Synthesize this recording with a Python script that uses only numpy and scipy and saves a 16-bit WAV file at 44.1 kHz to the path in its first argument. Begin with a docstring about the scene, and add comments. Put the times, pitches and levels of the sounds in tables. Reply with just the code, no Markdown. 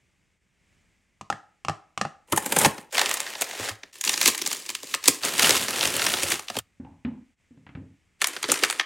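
"""The faint hush of a small quiet room comes first, with a faint rustle, probably of fingers, near 0.75 s.
Then fingernails drum on a card box close to a phone, its tear strip is ripped off, a film-wrapped tray slides
out, scissors cut the film and the tray is pulled free; soft biscuits are set on a wooden dish and a bag of
sweets is squeezed. Hush and rustle are one shaped noise, box and dish are pushed sets of ringing tones, and
card, film and bag crackle as swarms of tiny buckling snaps."""
import sys
import numpy as np
from scipy import signal
from scipy.fft import rfft, irfft
from scipy.io import wavfile

SR = 44100
rng = np.random.default_rng(int(sys.argv[2]) if len(sys.argv) > 2 else 0)


def file_out(sig):
    """Save sig as 16-bit WAV at sys.argv[1]."""
    # one column per channel
    cols = np.atleast_2d(sig).T
    # limit, then scale
    lim = np.clip(cols, -1, 1)
    pcm = np.round(lim * 32767).astype(np.int16)
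    wavfile.write(sys.argv[1], SR, pcm)


def makeup_ratio(level_db):
    """Linear amplitude ratio for a level in decibels (20 dB per factor of ten)."""
    decades = np.asarray(level_db, float) / 20
    return 10 ** decades


N = 390285


def colour_db(table, hz):
    """Reads the level of a (pitch_hz, level_db) colour, with pitch on a log axis."""
    f, db = np.transpose(table)
    return np.interp(np.log(hz), np.log(f), db)


def band(x, hz, ratio):
    """Keeps the sound around hz, at a gain that gives white noise an rms of about 1."""
    low, high = hz / ratio, min(hz * ratio, .45 * SR)
    sos = signal.butter(2, [low, high], "band", fs=SR, output="sos")
    return signal.sosfilt(sos, x) / np.sqrt(2 * (high - low) / SR)


def fade(x, t60):
    """Lets every impulse die away by a factor of 1000 over t60 seconds."""
    return signal.lfilter([1], [1, -np.exp(-np.log(1000) / (t60 * SR))], x)


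# level of the background hush from 1.5 to 3 kHz, with a faint rustle, probably of fingers, swelling
# near 0.75 s: start_s, level_db
HUSH_LEVEL = [(0, -75), (.5, -78), (.75, -71.5), (1.098, -77), (8.85, -75.5)]
# how its loudness is shared over pitch: pitch_hz, level_db (per Hz, relative)
HUSH_COLOUR = [(15, -40), (25, 8), (91, -1), (147, -9), (187, -5), (231, -11.5), (460, -18.5), (616, -21),
               (1050, -23), (1400, -22), (2140, -14.5), (4140, -28), (7610, -25.5), (14000, -45.5)]


def background_hush(spread_db):
    """Noise shaped over pitch and swelling with the level table, as a middle part and a left-right part."""
    hz = np.maximum(np.fft.rfftfreq(N, 1 / SR), 1)
    gain = makeup_ratio(colour_db(HUSH_COLOUR, hz))
    reference = (hz > 1500) & (hz < 3000)
    gain = gain / np.sqrt(2 * np.sum(gain[reference] ** 2) / N)
    noise = irfft(rfft(rng.standard_normal((2, N))) * gain, N)
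    s, db = np.transpose(HUSH_LEVEL)
    level_db = np.interp(np.arange(N) / SR, s, db)
    return noise * makeup_ratio(level_db + [[0], [spread_db]])


def knocks(events, modes, cycles, scatter_db, tail_db, tail_t60, hold_s,
           tick_hz, tick_t60, rustle_db, rustle_t60):
    """A short push and a noisy low tail ring the modes; a dry tick leads and a faint rustle trails."""
    out, t = np.zeros(N + SR), np.arange(SR // 2) / SR
    hz, db = np.transpose(modes)[:, :, None]
    for s, peak_db, contact_ms, tick_db, spot_hz in events:
        # every knock weights and tunes the modes anew
        chance = rng.standard_normal((2, len(modes), 1))
        mode_db = db + scatter_db * chance[0] - 60 * t * hz / cycles
        ring = makeup_ratio(mode_db) * np.sin(2 * np.pi * hz * (1 + .03 * chance[1]) * t)
        # the mode nearest the spot is boosted
        ring = ring * makeup_ratio(9.7 * np.exp(-(np.log(hz / spot_hz) / 0.097) ** 2))
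        # every mode takes a cycle or so to build, so lows come late
        ring = ring * (1 - np.exp(-hz * t / 0.55))

        contact_s = max(contact_ms, .05) / 1000
        push = np.sin(np.pi * np.minimum(t / contact_s, 1))
        # the noise that feeds the tail is cut off after hold_s, as by a noise gate
        tail = makeup_ratio(tail_db - 60 * t / tail_t60) * (t < hold_s)
        tail = tail * rng.standard_normal(len(t)) / np.sqrt(SR / 1000)
        hit = signal.fftconvolve(ring.sum(0), push / push.sum() + tail)[:len(t)]

        tick_level = makeup_ratio(-60 * t / tick_t60) + makeup_ratio(rustle_db - 60 * t / rustle_t60)
        tick = tick_level * rng.standard_normal(len(t))
        tick = band(band(tick, tick_hz, 2.44), tick_hz, 2.44)

        both = hit / np.abs(hit).max() + makeup_ratio(tick_db) * tick / np.abs(tick).max()
        start = int(s * SR)
        out[start:start + len(t)] += makeup_ratio(peak_db) * both
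    return out[:N]


# nails on the box: start_s, peak_db (of the ringing), contact_ms, tick_db (relative to the ringing's peak),
# spot_hz (pitch favoured at the spot)
NAIL_TAPS = [(1.211, -26, 0.32, -7.5, 1103), (1.301, -11, 0.091, -7, 1135), (1.326, -19, 0.29, -12, 780),
             (1.649, -20, 0.19, -5, 966), (1.684, -11.5, 0.28, -8.5, 1138), (1.696, -15, 0.17, -9.5, 816),
             (1.976, -15, 0.11, -7.5, 1030), (2.013, -10.5, 0.22, -5, 870), (2.051, -16.5, 0.27, -15, 990)]
# the box jolts as the strip is gripped and ripped off, then as the tray comes free:
# start_s, peak_db, contact_ms, tick_db, spot_hz, as for the nails
BOX_JOLTS = [(2.328, -12.5, 1.6, -30.5, 345), (2.66, -10.5, 2.9, -45, 140), (3.6, -29.5, 5.2, -40, 115),
             (3.707, -30.5, 5, -42, 110)]
# ringing tones of the box walls and the air inside: pitch_hz, level_db
BOX_MODES = [(110, -17.5), (150, -10), (210, -10), (330, -10), (520, -19.5), (805, -2), (930, -16),
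             (1050, -4.5), (1200, 1.5), (1350, -4.5), (1750, 3), (2550, 2.5)]


def box_knocks():
    """Nails and jolts ring the dull card box, each tone falling 60 dB in 16 cycles."""
    return knocks(NAIL_TAPS + BOX_JOLTS, BOX_MODES, cycles=16, scatter_db=4.5,
                  tail_db=-14.5, tail_t60=0.055, hold_s=0.24,
                  tick_hz=3300, tick_t60=0.02, rustle_db=-25, rustle_t60=.3)


# the two pitches that part body, middle and sizzle: pitch_hz
ZONE_EDGES = (700, 6000)


def crackle(curve, snaps, colour, lean_db, shower_db, shower_t60, bed_db, rate, spread_db, tint_db,
            snap_t60, big_t60, body_t60, rise_s, crack_db):
    """A swarm of small snaps under a few loud ones: each is a sharp crack and a noise burst with its own tint."""
    s, effort_db = np.transpose(curve)
    start = int(s[0] * SR)
    n = min(int((s[-1] + .2) * SR), N) - start
    t = (start + np.arange(n)) / SR

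    # small snaps fall at random, rate of them a second, with random sizes
    most = 4000 * n // SR
    chance = rng.random((most, 2))[:int(rate * n / SR)]
    at = (chance[:, 0] * n).astype(int)
    size = makeup_ratio(spread_db * np.minimum(-np.log(1 - chance[:, 1]), 3.2))

    when, peak_db, body_db, sizzle_db = np.transpose(snaps)
    snap_db = np.array([peak_db + body_db, peak_db, peak_db + sizzle_db])
    loud_at = (when * SR).astype(int) - start

    # third-octave bands share the power of their zone by the colour
    centres = 70 * 2 ** np.arange(0, 7.9, 1 / 3)
    zone = np.digitize(centres, ZONE_EDGES)
    power = makeup_ratio(2 * colour_db(colour, centres)) * centres
    share = np.sqrt(power / np.bincount(zone, power)[zone])

    out = np.zeros(N)
    tint = rng.standard_normal(most + len(when))
    hands_db = np.interp(t, s, effort_db, right=-120)
    for k, (hz, z, gain) in enumerate(zip(centres, zone, share)):
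        # small snaps blur together, a big one has its own decay, the body below has another
        t60, loud_t60 = (snap_t60, big_t60) if z else (body_t60, body_t60)
        # neighbouring bands of one crease are tinted alike
        tint = .8 * tint + .6 * rng.standard_normal(len(tint))
        # powers are faded here, so a decay time is halved
        small = np.bincount(at, (size * makeup_ratio(tint_db * tint[:len(at)])) ** 2, n)
        swarm = fade(small, t60 / 2)
        swarm = swarm + makeup_ratio(2 * bed_db) * swarm.mean()  # the finest creases merge into an even hiss
        # a burst peaks at about twice its starting rms
        loud = np.bincount(loud_at, (makeup_ratio(snap_db[z] + 2.2 * tint[most:]) / 2) ** 2, n)

        # the hands keep the swarm going, and every loud snap sets off a shower of small ones
        steady = makeup_ratio(2 * (hands_db + (lean_db[0], 0, lean_db[1])[z]))
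        shower = makeup_ratio(2 * shower_db) * fade(loud, shower_t60 / 2)
        effort = (steady + shower) / swarm.mean()

        # a crease creeps a moment before it lets go
        creep = fade(loud[::-1], rise_s)[::-1] - loud
        burst_power = effort * swarm + fade(loud, loud_t60 / 2) + creep
        burst = np.sqrt(burst_power) * rng.standard_normal(n)
        # alternate signs let the bands of one crack add up to a single sharp spike
        crack = (-1) ** k * (makeup_ratio(crack_db) * np.sqrt(loud) + makeup_ratio(-2.5) * np.sqrt(effort * small))
        out[start:start + n] += gain * band(burst + crack, hz, 2 ** (1 / 6))
    return out


# effort of the tearing hands, as the steady swarm's level from 0.7 to 6 kHz: start_s, level_db
TEARING_EFFORT = [(2.272, -66), (2.33, -46.5), (2.49, -41), (2.56, -34), (2.655, -21), (2.73, -57),
                  (2.799, -52), (2.895, -76)]
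# loud single rips: start_s, peak_db (0.7-6 kHz, before a random tint),
# body_db (below 0.7 kHz) and sizzle_db (above 6 kHz), both relative to peak_db
RIPS = [(2.324, -12, 0, -3), (2.363, -21, -17, 2), (2.376, -12.5, -1, 2.5), (2.461, -18, -2.5, 3),
        (2.523, -12, -2.5, -1), (2.565, -7, -7, -5.5), (2.588, -14, -8.5, 9), (2.612, -17.5, 4, -11),
        (2.623, -19.5, -3.5, -13.5), (2.648, -6.5, -11, -15.5), (2.655, -6.5, -8, -19),
        (2.781, -25.5, -5.5, -12)]
# colour of torn card: pitch_hz, level_db (per Hz, relative within each zone)
CARD_COLOUR = [(35, -48), (60, -25), (198, -14), (715, -11.5), (803, 13.5), (991, -9), (2190, -4.5),
               (4860, -14.5), (9570, -12.5), (16000, -28.5)]


def tearing():
    """The tear strip gives way as a dense swarm of small card snaps under loud rips."""
    return crackle(TEARING_EFFORT, RIPS, CARD_COLOUR, lean_db=(-3, -1), shower_db=-28, shower_t60=.12,
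                   bed_db=-3.5, rate=1300, spread_db=8.5, tint_db=5.0, snap_t60=0.018, big_t60=0.034,
                   body_t60=0.021, rise_s=0.0059, crack_db=7)


# effort in three parts (sliding from the box, cutting, pulling the tray free): start_s, level_db (0.7-6 kHz)
UNWRAPPING_EFFORT = [
    [(2.897, -70), (2.945, -30.5), (3.008, -28.5), (3.047, -29.5), (3.14, -35.5), (3.385, -41),
     (3.583, -38), (3.613, -33.5), (3.69, -33.5), (3.78, -66), (3.927, -65)],
    [(3.927, -46.5), (4.029, -54.5), (4.06, -30.5), (4.17, -35.5), (4.28, -24), (4.364, -46), (4.53, -37),
     (4.65, -48.5), (4.82, -50), (4.92, -40.5), (4.99, -64.5), (5.075, -30.5), (5.208, -50)],
    [(5.208, -50.5), (5.244, -25), (5.331, -35), (5.46, -19.5), (5.663, -34.5), (5.846, -29),
     (5.924, -31.5), (6.019, -29), (6.277, -32.5), (6.316, -27), (6.465, -58), (6.575, -39.5),
     (6.609, -67.5)],
]
# how the steady swarm leans in each part: body_db (below 0.7 kHz), sizzle_db (above 6 kHz), relative to effort
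UNWRAPPING_LEAN = [(-10, -5), (-12, -0.5), (-9.5, -2.5)]
# loud single snaps of the film: start_s, peak_db, body_db, sizzle_db, as for the rips
FILM_SNAPS = [(2.927, -31, -13, -1), (2.971, -13.5, -21, -13), (2.981, -7, -35, -9), (2.994, -8, -30, -6.5),
              (3.015, -8.5, -31, -3.5), (3.094, -18.5, -31, 1.5), (3.113, -11.5, -34, -4),
              (3.141, -16.5, -33, 3), (3.171, -22, -27, 1.5), (3.203, -18, -33, 0), (3.266, -21, -23, -16),
              (3.354, -20.5, -15, -24), (3.412, -13, -11.5, 4.5), (3.42, -11.5, -15, -1),
              (3.596, -27.5, 4, -17), (3.834, -27, -11, -18), (4.012, -22.5, -37, 5.5),
              (4.04, -15, -39, -0.5), (4.05, -20.5, -25.5, 3.5), (4.076, -13, -29, -8),
              (4.094, -9, -28, -3.5), (4.132, -21.5, -24.5, 3), (4.141, -15, -29, -16.5),
              (4.177, -15.5, -20, -5), (4.214, -8.5, -29.5, -5), (4.23, -10, -14.5, -5),
              (4.259, -3.5, -19, -3), (4.277, -6.5, -13, 0), (4.285, -7.5, -26.5, 0),
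              (4.348, -15, -34.5, -3.5), (4.379, -19.5, -27, 0), (4.39, -22.5, -24.5, -1),
              (4.417, -15, -17, -9), (4.44, -22.5, -9.5, -16), (4.463, -13, -21, -0.5),
              (4.475, -19.5, -16, 3.5), (4.515, -15.5, -35, -5), (4.529, -17, -20.5, 2.5),
              (4.664, -31, -11.5, -1), (4.692, -19.5, -12.5, 0), (4.702, -23, -23, 1),
              (4.751, -18.5, -39, 0.5), (4.832, -30, -0.5, 1), (4.941, -11, -22.5, -5.5),
              (4.948, -17.5, -14, -2), (5.041, -18.5, -28, -5), (5.058, -17.5, -12.5, -3.5),
              (5.078, -11, -12, 2), (5.082, -1.5, -9.5, 1.5), (5.235, -14.5, -23, -20),
              (5.395, -3, -17, -4.5), (5.423, -13.5, -31, 2.5), (5.445, -7.5, -11, -12),
              (5.507, -8.5, -13.5, -1.5), (5.557, -17, -23, -1.5), (5.578, -17.5, -27, 1.5),
              (5.638, -24.5, -28, 3.5), (5.683, -16, -6.5, -7.5), (5.708, -19, -23, 3),
              (5.736, -19, -18, -15), (5.759, -18, -25, -20), (5.83, -11, -11, -18),
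              (5.79, -28, -22.5, -11), (5.81, -15, -15.5, -15), (5.853, -14.5, -2, -6.5),
              (5.966, -19.5, -1.5, 5.5), (5.995, -10.5, -30, -16), (6.019, -11, -25, -14),
              (6.066, -5, -39, -11.5), (6.139, -9.5, -12.5, -14), (6.17, -19, -26, -12),
              (6.233, -14, -0.5, 0), (6.303, -26.5, -8, 9), (6.32, -12, -9.5, -3), (6.395, -23, -30, -3),
              (6.484, -27.5, -20, -11), (6.501, -19, -10, -11), (6.554, -23.5, -3, -24),
              (6.568, -16, -3.5, -8), (6.588, -16.5, -26, 0)]
# colour of the film in each part: pitch_hz, level_db (per Hz, relative within each zone)
FILM_COLOURS = [
    [(35, -51), (60, -14), (113, -23), (217, -10.5), (803, 4), (1380, -0.5), (1780, 5.5), (7400, -3.5),
     (16000, -19.5)],
    [(35, -49), (60, -32), (363, -6.5), (527, -13.5), (1060, 2.5), (1410, -6.5), (1820, 4), (6140, 3),
     (16000, -15.5)],
    [(35, -43), (60, -4), (287, 0), (330, 3.5), (946, -2), (2770, 1), (9570, -6.5), (14600, -16.5),
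     (16000, -22)],
]


def unwrapping():
    """Stiff film buckles in short snaps while the tray slides out, is cut open and is pulled free."""
    out = np.zeros(N)
    for curve, colour, lean_db in zip(UNWRAPPING_EFFORT, FILM_COLOURS, UNWRAPPING_LEAN):
        snaps = [row for row in FILM_SNAPS if curve[0][0] <= row[0] < curve[-1][0]]
        out += crackle(curve, snaps, colour, lean_db, shower_db=-8, shower_t60=0.045,
                       bed_db=-2.5, rate=700, spread_db=4.5, tint_db=4.0, snap_t60=.013, big_t60=0.013,
                       body_t60=0.018, rise_s=0.0048, crack_db=8)
    return out


# biscuits set down: start_s, peak_db, contact_ms, tick_db, spot_hz, as for the nails
BISCUIT_THUDS = [(6.799, -29.5, 0.9, -28, 255), (6.848, -35.5, 0.99, -13, 153.5),
                 (7.049, -20.5, 0.98, -10.5, 253.4), (7.508, -44, 0.85, -21, 240),
                 (7.573, -46, 0.9, -13, 152.4), (7.666, -40.5, 1, 0, 136.3), (7.691, -41.5, 0.62, 0, 116),
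                 (7.751, -28.5, 0.34, -11, 159.7), (7.773, -31, 0.32, -19.5, 200)]
# ringing tones of the wooden dish on the table: pitch_hz, level_db
DISH_MODES = [(95, -6), (124, -2), (160, 0.5), (200, -1.5), (253, 1.5), (328, -15.5), (425, -4.5),
              (520, -26), (850, -9.5), (1500, -13)]


def biscuits():
    """Soft biscuits thud on the dull wooden dish, each tone falling 60 dB in 12 cycles."""
    return knocks(BISCUIT_THUDS, DISH_MODES, cycles=12, scatter_db=5.5,
                  tail_db=-14.5, tail_t60=0.47, hold_s=0.18,
                  tick_hz=1150, tick_t60=0.035, rustle_db=-14, rustle_t60=0.34)


# effort of the squeezing hand: start_s, level_db (0.7-6 kHz)
SQUEEZING_EFFORT = [(8.189, -71.5), (8.222, -38), (8.408, -44), (8.525, -34.5), (8.608, -38.5),
                    (8.635, -25.5), (8.68, -41), (8.806, -45), (8.848, -69)]
# loud single snaps of the bag: start_s, peak_db, body_db, sizzle_db, as for the rips
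BAG_SNAPS = [(8.21, -27, -18, -15), (8.217, -12, -18, -3.5), (8.243, -5, -34, -9), (8.271, -16, -34, 8.5),
             (8.365, -18, -19, -35), (8.429, -17, -26, -1.5), (8.441, -13.5, -10.5, -24),
             (8.486, -26.5, 7.5, -17), (8.497, -13.5, -3, -17), (8.518, -4.5, -19.5, 4),
             (8.541, -15, -28, -7), (8.557, -20, -33, -10), (8.626, -18, 2, -17), (8.636, -5, -35, -7.5),
             (8.647, -12.5, -30, -10), (8.7, -11.5, -39, -6.5), (8.709, -17.5, -38, 3),
             (8.726, -21.5, -16, -1), (8.797, -5.5, -30, -20), (8.816, -40, -24, -22)]
# colour of the bag: pitch_hz, level_db (per Hz, relative within each zone)
BAG_COLOUR = [(35, -58), (60, -27), (227, -14.5), (323, 0.5), (666, -9.5), (822, -2), (2090, 2),
              (9570, -9.5), (16000, -32)]


def sweet_bag():
    """The squeezed bag buckles in a thinner swarm of snaps."""
    return crackle(SQUEEZING_EFFORT, BAG_SNAPS, BAG_COLOUR, lean_db=(-9, -4), shower_db=-8, shower_t60=0.063,
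                   bed_db=-5, rate=450, spread_db=6.5, tint_db=2.5, snap_t60=0.026, big_t60=0.016,
                   body_t60=0.034, rise_s=0.0028, crack_db=9.5)


# moments where one action is spliced to the next: start_s
SPLICES = [0.392, 2.27, 2.9, 3.93, 5.212, 6.599, 7.362, 8.189]


def spliced(near, effect):
    """Applies an effect to each action on its own: its echo ends at the splice."""
    edges = [int(s * SR) for s in SPLICES]
    return np.concatenate([effect(piece) for piece in np.split(near, edges)])


def room(x, wet_db):
    """A small furnished room: a dense noise tail, thin in the bass, the treble dying first."""
    t = np.arange(int(.6 * SR)) / SR
    noise = signal.lfilter(*signal.butter(2, 290, "high", fs=SR), rng.standard_normal(len(t)))
    low = signal.lfilter(*signal.butter(1, 1500, fs=SR), noise)
    low_t60, high_t60 = 0.42, .22  # seconds
    tail = low * makeup_ratio(-60 * t / low_t60) + (noise - low) * makeup_ratio(-60 * t / high_t60)
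    tail = tail * (1 - np.exp(-t / 0.0013))  # the tail builds over about a millisecond
    tail = makeup_ratio(wet_db) * tail / np.sqrt(np.sum(tail ** 2))
    return spliced(x, lambda piece: signal.fftconvolve(piece, tail)[:len(piece)])


# brief sags of the level at some splices: start_s (the deepest moment), level_db
LEVEL_DIPS = [(0.392, -5), (3.929, -8), (7.362, -12.5)]


def dips():
    """A gain that sags for a few hundredths of a second around each listed moment."""
    t = np.arange(N) / SR
    return makeup_ratio(sum(db * np.exp(-((t - s) / 0.022) ** 2) for s, db in LEVEL_DIPS))


def scene():
    """Hands work right in front of the phone, in the middle; room and hush also have a left-right side part."""
    near = box_knocks() + tearing() + unwrapping() + biscuits() + sweet_bag()
    mid, side = background_hush(spread_db=-8.5)
    mid = mid + near + room(near, wet_db=-13)
    side = side + room(near, wet_db=-23.0)
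    # the side part is low-passed at 1.8 kHz; above that the sound is mono
    side = signal.sosfilt(signal.ellip(6, .5, 40, 1800, fs=SR, output="sos"), side)
    return np.array([mid + side, mid - side]) * dips()


def band_limit(x):
    """A steep low-pass at the top of the band."""
    return signal.sosfilt(signal.butter(12, 16660, fs=SR, output="sos"), x)


def record(dry):
    """The phone drops the deep bass, rounds the loudest peaks and cuts the top above 16 kHz."""
    thin = signal.sosfilt(signal.butter(2, 70, "high", fs=SR, output="sos"), dry)
    soft = np.tanh(.7 * thin) / .7
    finished = signal.sosfilt(signal.ellip(8, .2, 60, 16000, fs=SR, output="sos"), soft)
    return band_limit(finished)


dry = scene()
out = record(dry)
file_out(out)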